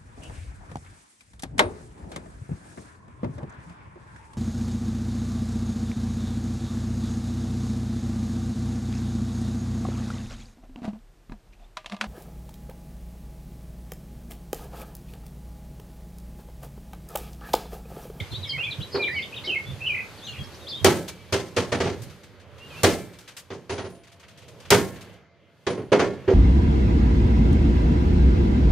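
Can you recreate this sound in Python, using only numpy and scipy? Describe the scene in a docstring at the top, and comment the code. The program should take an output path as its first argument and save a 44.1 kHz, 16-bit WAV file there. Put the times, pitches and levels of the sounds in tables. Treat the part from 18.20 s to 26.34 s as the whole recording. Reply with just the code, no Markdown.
"""A garden with a sheet-metal boat hull a few metres from a stereo pair of microphones.
From the start, gusts bump the microphones over a suburban background, and two songbirds call from the trees.
A hammer soon knocks and bounces on the inside of the hull, to the end: panel modes, dense plate noise and cracks.
From about three seconds loose fittings tick between blows and thin steel tones linger.
The birds are sliding near-sines with echoes; the background is band noise whose level sinks and returns."""
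import sys
import numpy as np
from scipy import signal
from scipy.io import wavfile
from scipy.ndimage import uniform_filter1d

SR = 44100
rng = np.random.default_rng(int(sys.argv[2]) if len(sys.argv) > 2 else 0)


def persist_wave(psi):
    """Save psi, clipped to +-1, as 16-bit WAV."""
    counts = np.round(np.clip(psi, -1, 1) * 32767).astype(np.int16)
    wavfile.write(sys.argv[1], SR, np.atleast_2d(counts).T)


N = 358884
STEP = 8  # samples between points of an energy envelope
BANDS_HZ = 45 * 2 ** np.arange(0, 8.6, .5)  # band centres
RISE_S = 0.0036  # part of the rise of the hull that is the same at every pitch
LEFT_RIGHT = np.array([[.5], [-.5]])  # shares out a left-minus-right level difference

# hammer blows and their bounces on the sheet:
# (time [s], level [dB], bass [dB], middle [dB], treble [dB], main panel pitch [Hz])
HAMMER_BLOWS = [(.375, -37, -29, -4, -33, 424), (.743, -14, -32, -17, -39, 390),
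                (1.269, -23.5, -27, -28, -29, 360.6), (2.645, -2.5, -21, -14, -18.5, 371),
                (2.671, -18.5, -8, -10, -44, 396.3), (3.124, -13, -15, -11, -15.5, 379.6),
                (3.364, -12.5, -15, -12, -18, 382.3), (3.518, -13.5, -12.5, -12, -21, 382.7),
                (3.601, -15, -17.5, -12.5, -20.5, 381.4), (3.654, -16.5, -16.5, -15.5, -23, 393.4),
                (3.689, -25.5, -16, -16, -26, 376), (4.633, -4, -17, -13.5, -17.5, 380.8),
                (5.302, -25, -15.5, -14.5, -26.5, 379), (5.329, -32.5, -23, -39, -15.5, 420),
                (5.494, -21.5, -17, -10, -18.5, 374.3), (5.518, -25, -17, -25, -20, 399),
                (5.578, -22.5, -16, -12, -23, 376.5), (5.639, -29, -11.5, -14.5, -24.5, 380.7),
                (6.504, -13.5, -19.5, -4, -7, 386), (6.513, -4.5, -14.5, -13, -34, 397.2),
                (7.466, -15, -18, -14.5, -23.5, 384.2), (7.498, -17, -28, -45, -45, 390),
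                (7.573, -23.5, -9.5, -18, -38, 419), (7.718, -2, -25.5, -17.5, -33, 399.4),
                (7.792, -10.5, -17, -12, -26, 397.6), (7.812, -7.5, -45, -39, -54, 403),
                (7.859, -16.5, -15, -60, -56, 381), (8.077, -10, -20, -19, -43, 372),
                (8.1, -5.5, -40, -38, -40.5, 373)]


def undb(db):
    """Gain of a level in dB."""
    return np.exp(np.asarray(db) * np.log(10) / 20)


def unit(x):
    """Scale to rms 1."""
    return x / np.sqrt(np.mean(x ** 2))


def spectrum(table, hz):
    """Read (frequency [Hz], value) points on a log frequency axis."""
    points = np.array(table)
    return np.interp(np.log(hz), np.log(points[:, 0]), points[:, 1])


def curve(table, axis):
    """One column of a table over time, at envelope rate."""
    points = np.array(table)
    return np.interp(np.arange(0, N, STEP) / SR, points[:, 0], points[:, axis])


def walk(rate):
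    """Random levels held 1 / rate seconds and smoothed twice over that time."""
    hold = int(SR / rate)
    steps = np.repeat(rng.standard_normal(N // hold + 1), hold)
    return 1.36 * uniform_filter1d(uniform_filter1d(steps, hold), hold)[:N]


def add(track, s, x, size=1):
    """Mix x into a track with points size samples apart, from time s."""
    i = int(s * SR / size)
    track[..., i:i + x.shape[-1]] += x[..., :track.shape[-1] - i]


def fade(t60, rise_s, size=1):
    """Rise, then exponential fall down to -60 dB, at points size samples apart."""
    t = np.arange(0, int(t60 * SR), size) / SR
    return (1 - np.exp(-t / max(rise_s, 1e-4))) * undb(-60 * t / t60)


def band_noise(hz):
    """Half-octave stereo noise, as alike and as balanced as the two microphones hear it."""
    # likeness of the two microphones: (frequency [Hz], correlation [0-1])
    likeness = [(60, 0.01), (130, 0.86), (290, 0.88), (640, 0.9), (1410, 0.75), (3100, 0.66), (6820, 0.25),
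                (15000, 0.31)]
    # balance of the two microphones: (frequency [Hz], left minus right [dB])
    balance = [(60, -1), (110, -5.5), (200, -0.5), (380, -3), (700, -1), (1290, -0.5), (2380, -0.5),
               (4400, 2), (8120, 3.5), (15000, -1)]
    edges = [hz / 2 ** .25, hz * 2 ** .25]
    band = signal.butter(3, edges, "band", fs=SR, output="sos")
    mid, side = signal.sosfilt(band, rng.standard_normal((2, N)))
    alike = np.clip(spectrum(likeness, hz), 0, 1)
    shared = np.sqrt(1 + alike) * unit(mid)
    opposed = np.sqrt(1 - alike) * unit(side) * np.array([[1], [-1]])
    return (shared + opposed) * undb(spectrum(balance, hz) * LEFT_RIGHT) / np.sqrt(2)


def wind_db(far_db):
    """Wind pressure on the microphones: a breeze that goes with the background, and gusts that swell and fall."""
    # gusts: (time of the peak [s], level [dB], length [s])
    gusts = [(0, -23.5, 0.068), (.13, -25.5, 0.029), (0.197, -35, 0.11), (0.363, -39, 0.12),
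             (0.503, -40, .1), (0.604, -30, 0.049), (0.75, -36.5, 0.082), (0.968, -40, 0.047),
             (1.515, -35, 0.11), (1.706, -43.5, 0.23), (2.115, -42.5, 0.066), (2.214, -31.5, 0.063),
             (2.651, -25, 0.067), (3.803, -38.5, 0.23)]
    breeze_db = 1  # over the background level
    t = np.arange(0, N, STEP) / SR
    power = undb(2 * (far_db + breeze_db))
    for s, db, length in gusts:
        power = power + undb(2 * db) * np.exp(-(3 * (t - s) / length) ** 2)
    return 10 * np.log10(power)


def air_power(hz, far_db, leaves_db, gust_db):
    """Energy of distant traffic, high leaf hiss and low wind in one band; each traffic band flickers alone."""
    # distant suburb: (frequency [Hz], relative level [dB per Hz])
    suburb = [(24, -55), (40, -36), (91, -4), (156, -9), (248, -15), (623, -12), (678, -20.5), (890, -20),
              (3270, -26), (6000, -42.5), (7800, -75), (13200, -120)]
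    leaf_colour = [(1500, -4), (4000, 2), (8000, -3.5), (12000, -3.5), (16000, -26.5)]
    gust_colour = [(45, -24.5), (110, 1), (200, -19.5), (450, -24.0), (900, -36.0)]
    far_db = far_db + spectrum(suburb, hz) + 10 * np.log10(hz) - 13.0  # level per Hz to level per band
    leaves_db = leaves_db + spectrum(leaf_colour, hz)
    gust_db = gust_db + spectrum(gust_colour, hz)
    traffic = undb(2 * far_db + 3.64 * walk(10)[::STEP])
    return traffic + undb(2 * leaves_db) + undb(2 * gust_db)


def bird(notes, overtone_db):
    """Near sines that bend through three pitches, swell and fade; burr shakes pitch and level."""
    swell_share, fade_share = 0.24, 0.08  # parts of a note
    out, shake = np.zeros(N), walk(180)
    for s, length, start_hz, middle_hz, end_hz, db, burr in notes:
        i = np.arange(int(s * SR), int((s + length) * SR))
        u = np.linspace(-1, 1, len(i))  # start to end of the note
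        slide = u * (end_hz - start_hz) / 2
        bend = u ** 2 * ((start_hz + end_hz) / 2 - middle_hz)
        hz = middle_hz + slide + bend
        phase = 2 * np.pi * np.cumsum(hz * (1 + 0.076 * burr * shake[i])) / SR
        swell = np.minimum(np.minimum((1 + u) / swell_share, (1 - u) / fade_share) / 2, 1)
        size = np.sqrt(2) * undb(db) * (1 + 0.17 * burr * shake[i]) * swell
        out[i] += size * (np.sin(phase) + undb(overtone_db) * np.sin(2 * phase))
    return out


def finch_song():
    """Quick chirps, nearly pure, each bent and slightly burred."""
    # chirps: (time [s], length [s], start pitch [Hz], middle pitch [Hz], end pitch [Hz], level [dB])
    chirps = [(0, 0.0089, 2970, 3340, 3940, -36), (0.102, 0.063, 4000, 4200, 4470, -45.5),
              (0.115, 0.028, 3790, 3500, 3000, -43.5), (0.139, 0.029, 3160, 3820, 3910, -35.5),
              (0.227, 0.028, 3970, 3700, 3080, -35.5), (0.269, 0.023, 5150, 5160, 5100, -47),
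              (.29, 0.022, 5240, 4600, 4000, -33), (0.428, 0.029, 2870, 3290, 3520, -31.5),
              (0.502, 0.013, 3950, 4250, 4530, -48), (0.507, 0.026, 4100, 3830, 3060, -33.5),
              (0.599, .03, 2960, 3340, 3820, -43.5), (0.62, 0.019, 3800, 3900, 3850, -37.5),
              (0.609, .022, 2610, 3300, 4300, -39), (0.713, 0.044, 5100, 5020, 5140, -44.5),
              (0.723, 0.046, 4750, 4240, 4520, -41.5), (0.747, 0.022, 5130, 4500, 3800, -35),
              (.817, 0.032, 4170, 3690, 2840, -32.5), (0.847, 0.057, 2900, 3860, 3880, -42),
              (0.957, 0.045, 2760, 3020, 2300, -35.5), (1.018, 0.028, 2350, 3660, 2500, -37),
              (1.122, 0.028, 3000, 2485, 3600, -38), (1.16, 0.03, 3720, 3500, 2300, -36.5),
              (1.237, 0.018, 3800, 4500, 5500, -42), (1.242, 0.027, 3200, 3830, 3730, -42),
              (1.257, 0.014, 5700, 4600, 3530, -40), (1.447, 0.074, 3400, 3490, 3490, -46.5),
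              (1.97, 0.034, 4840, 4210, 3150, -53), (2.012, 0.072, 3170, 3810, 4180, -45.5),
              (2.032, 0.039, 7000, 6300, 5900, -52.5), (2.064, 0.015, 4250, 3380, 2900, -38),
              (2.068, .035, 7050, 7030, 6260, -53), (2.076, 0.047, 4200, 4230, 4260, -49),
              (2.078, 0.029, 2960, 2850, 2770, -38.5), (2.183, 0.042, 3330, 3250, 3290, -42.5),
              (2.228, .022, 3700, 4870, 5700, -51), (2.315, .03, 4750, 4200, 3700, -58),
              (2.342, 0.013, 3700, 5030, 6250, -50), (2.4, 0.053, 3680, 3770, 3420, -56),
              (2.466, 0.026, 2950, 3710, 4650, -39), (2.478, 0.037, 4380, 5170, 4830, -47),
              (2.487, 0.028, 4900, 4520, 3540, -39), (2.513, 0.016, 3500, 3560, 3550, -35.5),
              (2.527, 0.038, 3200, 3500, 3870, -35), (2.563, .035, 3730, 3760, 3700, -44.5),
              (2.566, 0.044, 3100, 3190, 3300, -44)]
    burr = .15
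    return bird([(*row, burr) for row in chirps], overtone_db=-35)


def trill():
    """A whistle whose pitch swings evenly up and down, at the end of one thrush phrase."""
    start_s, length_s, level_db = 1.74, 0.078, -30
    middle_hz, swing_hz, period_s = 2290, 280, .025
    out, t = np.zeros(N), np.arange(int(length_s * SR)) / SR
    hz = middle_hz + swing_hz * np.cos(2 * np.pi * (t + 0.0074) / period_s)
    whistle = np.sin(2 * np.pi * np.cumsum(hz) / SR)
    add(out, start_s, np.sqrt(2) * undb(level_db) * signal.windows.tukey(len(t), .3) * whistle)
    return out


def thrush_song():
    """Mostly lower whistled notes, each bent and burred in its own way, with one trill."""
    # notes: (time [s], length [s], start pitch [Hz], middle pitch [Hz], end pitch [Hz], level [dB],
    # burr [relative, 0-3])
    whistles = [(0, 0.013, 2470, 2415, 2340, -32, 0.68), (.25, 0.036, 2310, 2197, 2140, -45.5, .25),
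                (.287, 0.041, 3260, 3206, 3180, -30.5, 0.27), (.327, 0.045, 2190, 2190, 1974, -33, 0.15),
                (.377, 0.042, 2420, 2670, 2870, -30, 0.12), (.422, 0.043, 2330, 2460, 2620, -31.5, .2),
                (.464, 0.039, 2126, 2400, 2430, -33.5, .25), (.79, 0.081, 2430, 2372, 2374, -25.5, 0.067),
                (.872, 0.016, 2270, 2116, 1840, -29.5, 0.34), (.886, 0.058, 1840, 1898, 2030, -34.5, .25),
                (.94, 0.069, 2300, 2226, 2087, -29, 0.087), (.9, 0.14, 4670, 4500, 4410, -51, .85),
                (1.237, 0.031, 1960, 2216, 2170, -40.5, 0.17), (1.27, 0.04, 3250, 3115, 2670, -25.5, 0.36),
                (1.314, .038, 2550, 2500, 2380, -28, 0.6), (1.354, 0.0287, 2180, 2183, 2150, -24.5, 0.14),
                (1.6, 0.092, 2517, 2643, 2750, -33.5, 0.31), (1.662, 0.026, 2810, 2980, 2880, -25.5, 0.46),
                (1.687, 0.045, 2780, 2413, 2480, -24.5, 0.15), (2.11, 0.092, 2900, 2450, 2660, -46, 2.45),
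                (4.39, 0.093, 2620, 2815, 2830, -51.5, 0.091), (4.48, 0.1, 3270, 3070, 3030, -55, .45),
                (4.497, 0.054, 2710, 2480, 2400, -50.5, .2), (4.545, .07, 2420, 2700, 2720, -46, 0.21)]
    return bird(whistles, overtone_db=-40.5) + trill()


def garden(x, wet_db, t60):
    """A few clear wall echoes with a scattered tail from the trees, unlike left and right."""
    # house walls: (delay [s], left level [dB], right level [dB])
    wall_echoes = [(.009, -9.5, -5.5), (0.018, -13.5, -8.5), (.031, -19, -19)]
    tail = rng.standard_normal((2, int(t60 * SR))) * fade(t60, 0.004)
    tail = undb(wet_db) * tail / np.sqrt(np.sum(tail[0] ** 2))
    for s, left_db, right_db in wall_echoes:
        add(tail, s, undb([[left_db], [right_db]]))
    return signal.fftconvolve(x[None], tail, axes=1)[:, :N]


def fittings_power(hz):
    """Energy of loose fittings in one band: short ticks of small parts, which radiate little bass."""
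    # ticks: (time [s], level [dB], darkness above 2500 Hz [dB per octave])
    fitting_ticks = [(2.879, -28, -0.5), (3.8177, -36.5, -4), (3.8971, -44.5, 3.5), (4.0326, -43.5, 2.5),
                     (4.1969, -49, 5.5), (4.3789, -46.5, 5), (4.9314, -46.5, 3), (4.9856, -38.5, -1.5),
                     (5.0753, -34.5, 3), (5.166, -31, -1), (5.6994, -52, -5), (5.7465, -50, 1),
                     (5.833, -50, 4), (5.8696, -47.5, 5), (5.916, -44.5, 2), (5.996, -44, 3),
                     (6.0294, -49, 10), (6.0811, -43.5, 3.5), (6.1737, -43, 2), (6.2163, -47, 4),
                     (6.28, -43.5, 1), (6.399, -42.5, 2.5), (6.452, -42, 6), (6.7574, -43, 6),
                     (6.808, -40.5, 1), (6.9274, -51.5, 3)]
    power = np.zeros((2, len(range(0, N, STEP))))
    small = hz ** 2 / (hz ** 2 + 1500 ** 2) / (1 + (hz / 11000) ** 4)
    shape = small * fade(0.17, 0.0025, size=STEP)
    for s, db, dark_db in fitting_ticks:
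        colour_db = -10.5 - dark_db * np.log2(max(hz, 2500) / 5000)
        add(power, s, (undb(db + colour_db) * shape) ** 2, size=STEP)
    return power


def rings():
    """Thin steel tones of hammer head and rails that outlast a blow and waver in level."""
    # lone modes: (time [s], frequency [Hz], level [dB], fall by 60 dB [s])
    steel_modes = [(2.88, 2300, -54, 1.2), (3.52, 9690, -54, .6), (4.64, 2320, -56, 2.2),
                   (5.5, 9690, -51, .9), (5.5, 680, -57, 5), (6.51, 2080, -62, 4), (6.51, 675, -60, 4),
                   (7.48, 9690, -57, .6)]
    out = np.zeros(N)
    for s, hz, db, t60 in steel_modes:
        shape = fade(t60, .004)
        add(out, s, undb(db) * shape * np.sin(2 * np.pi * hz * np.arange(len(shape)) / SR))
    return out * undb(3.2 * walk(40))


def plate_power(hz):
    """Energy of the sheet in one band: too many modes to tell apart, fed by every blow."""
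    # dense plate vibration: (frequency [Hz], fall by 60 dB [s])
    plate_fall = [(60, 0.84), (200, 0.49), (400, 0.53), (1000, 0.29), (2500, 0.33), (6000, 0.39),
                  (12000, 0.54)]
    power = np.zeros((2, len(range(0, N, STEP))))
    # steel on steel: a short bright edge
    edge = min(hz / 9000, 1.6) * fade(0.021, 0.0016, size=STEP)
    # the struck spot sheds its treble first
    clang = undb(5.5) * min(hz / 2500, 1) * fade(0.19, 0.0046, size=STEP)
    # long waves build up late
    body = fade(spectrum(plate_fall, hz), RISE_S + 1.9 / hz, size=STEP)
    pan_db = 0.5  # left minus right
    for s, db, bass_db, mid_db, high_db, _ in HAMMER_BLOWS:
        # top level and crack are set from the blow's level plus its treble
        top_db = high_db + 8 + 1.4 * (db + high_db)
        crack = undb(40.5 + 0.93 * (db + high_db)) * edge
        colour_db = spectrum([(45, bass_db - 29.5), (110, bass_db - 7), (400, -16.5),
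                              (1500, mid_db - 7.5), (7000, high_db - 7.5), (14000, top_db + 2.5)], hz)
        gain = undb(db + colour_db + pan_db * LEFT_RIGHT)
        for layer in (body, crack, clang):
            add(power, s, (gain * layer) ** 2, size=STEP)
    return power


def metal_power(hz, chatter_db):
    """Energy of sheet and fittings in one band; loose seams chatter as it shakes, most in the treble."""
    return (plate_power(hz) + fittings_power(hz)) * undb(2 * chatter_db * min(hz / 1500, 1))


def hull():
    """The panel modes; each blow lands elsewhere, so it shifts and weighs them afresh."""
    # modes of the panels before each blow retunes them: (frequency [Hz], relative level [dB], fall by 60 dB [s])
    panel_modes = [(92.3, 0, 0.2), (109.3, 3.5, 0.11), (181.3, -16.5, 0.85), (248, -11.5, .3),
                   (310.4, -14.5, 0.13), (361.4, -7.5, 0.41), (393.4, 0.5, 0.26), (476, -4.5, 0.23),
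                   (530.4, -6.5, 0.12), (623.5, -12, 0.17), (672.4, -14.5, .35), (788, -42, 0.15),
                   (888, -17.5, .35), (961, -19.5, .3), (1057, -24.5, 0.54), (1182, -17, 0.19),
                   (1350, -24, 0.44), (1606, -32, 0.7), (1726, -29, 0.61), (1954, -20.5, 0.32),
                   (2090, -28, 0.51), (2430, -26.5, 0.28), (2870, -25, 0.15), (3010, -29.5, 0.16),
                   (3180, -31, 0.42)]
    panel_db, pan_db = -6, -2.5  # overall level; left minus right
    reference_hz = 382  # main panel pitch to which the modes are tuned
    out = np.zeros((2, N))
    chance = rng.standard_normal((len(HAMMER_BLOWS), len(panel_modes), 3))
    for (s, db, bass_db, mid_db, _, main_hz), luck in zip(HAMMER_BLOWS, chance):
        blow_colour = [(110, bass_db + 11.5), (400, 0.015), (1500, mid_db + 13)]
        for (hz, mode_db, t60), (detune, weight, turn) in zip(panel_modes, luck):
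            shape = fade(t60, RISE_S + 0.84 / hz)
            mode_hz = hz * main_hz / reference_hz * (1 + .008 * detune)
            tone = np.sin(2 * np.pi * mode_hz * np.arange(len(shape)) / SR + 2 * turn)
            level_db = db + panel_db + mode_db + spectrum(blow_colour, hz) + 2.8 * weight
            add(out, s, undb(level_db + pan_db * LEFT_RIGHT) * (shape * tone))
    return out


def scene():
    """Air, birds and metal at two microphones."""
    # background: (time [s], far level [dB], leaf hiss [dB]), both before colouring
    background = [(0, -56, -59), (1, -53.5, -60), (2.6, -55, -59.5), (2.9, -58, -66), (3.9, -61, -63),
                  (4.25, -61, -79.5), (4.6, -52.5, -54.5), (4.9, -61.5, -67.5), (5.3, -67, -72),
                  (5.85, -67, -81), (6.45, -58.5, -68), (6.9, -57.5, -68), (7.1, -69.5, -99),
                  (7.45, -69, -75), (8.14, -54, -72)]
    far_db, leaves_db = curve(background, axis=1), curve(background, axis=2)
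    gust_db = wind_db(far_db)
    finch, thrush = finch_song(), thrush_song()
    # finch to the left, thrush to the right
    direct = finch * undb([[1.2], [-1.2]]) + thrush * undb([[-.6], [.6]])
    birds = direct + garden(finch + thrush, wet_db=-4.5, t60=0.27)
    chatter_db = 1.5 * walk(150)[::STEP]
    out = birds + rings() + hull()
    for hz in BANDS_HZ:
        power = air_power(hz, far_db, leaves_db, gust_db) + metal_power(hz, chatter_db)
        envelope = [np.interp(np.arange(N) / STEP, np.arange(len(ear)), ear) for ear in np.sqrt(power)]
        out = out + band_noise(hz) * envelope
    return out


def record(dry):
    """The microphone channel rounds the loudest peaks, then a steep low-pass cuts the top."""
    rounded = np.tanh(.6 * dry) / .6
    low_pass = signal.ellip(10, .2, 80, 15550, fs=SR, output="sos")  # edge in Hz
    return signal.sosfilt(low_pass, rounded)


dry = scene()
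out = record(dry)
persist_wave(out)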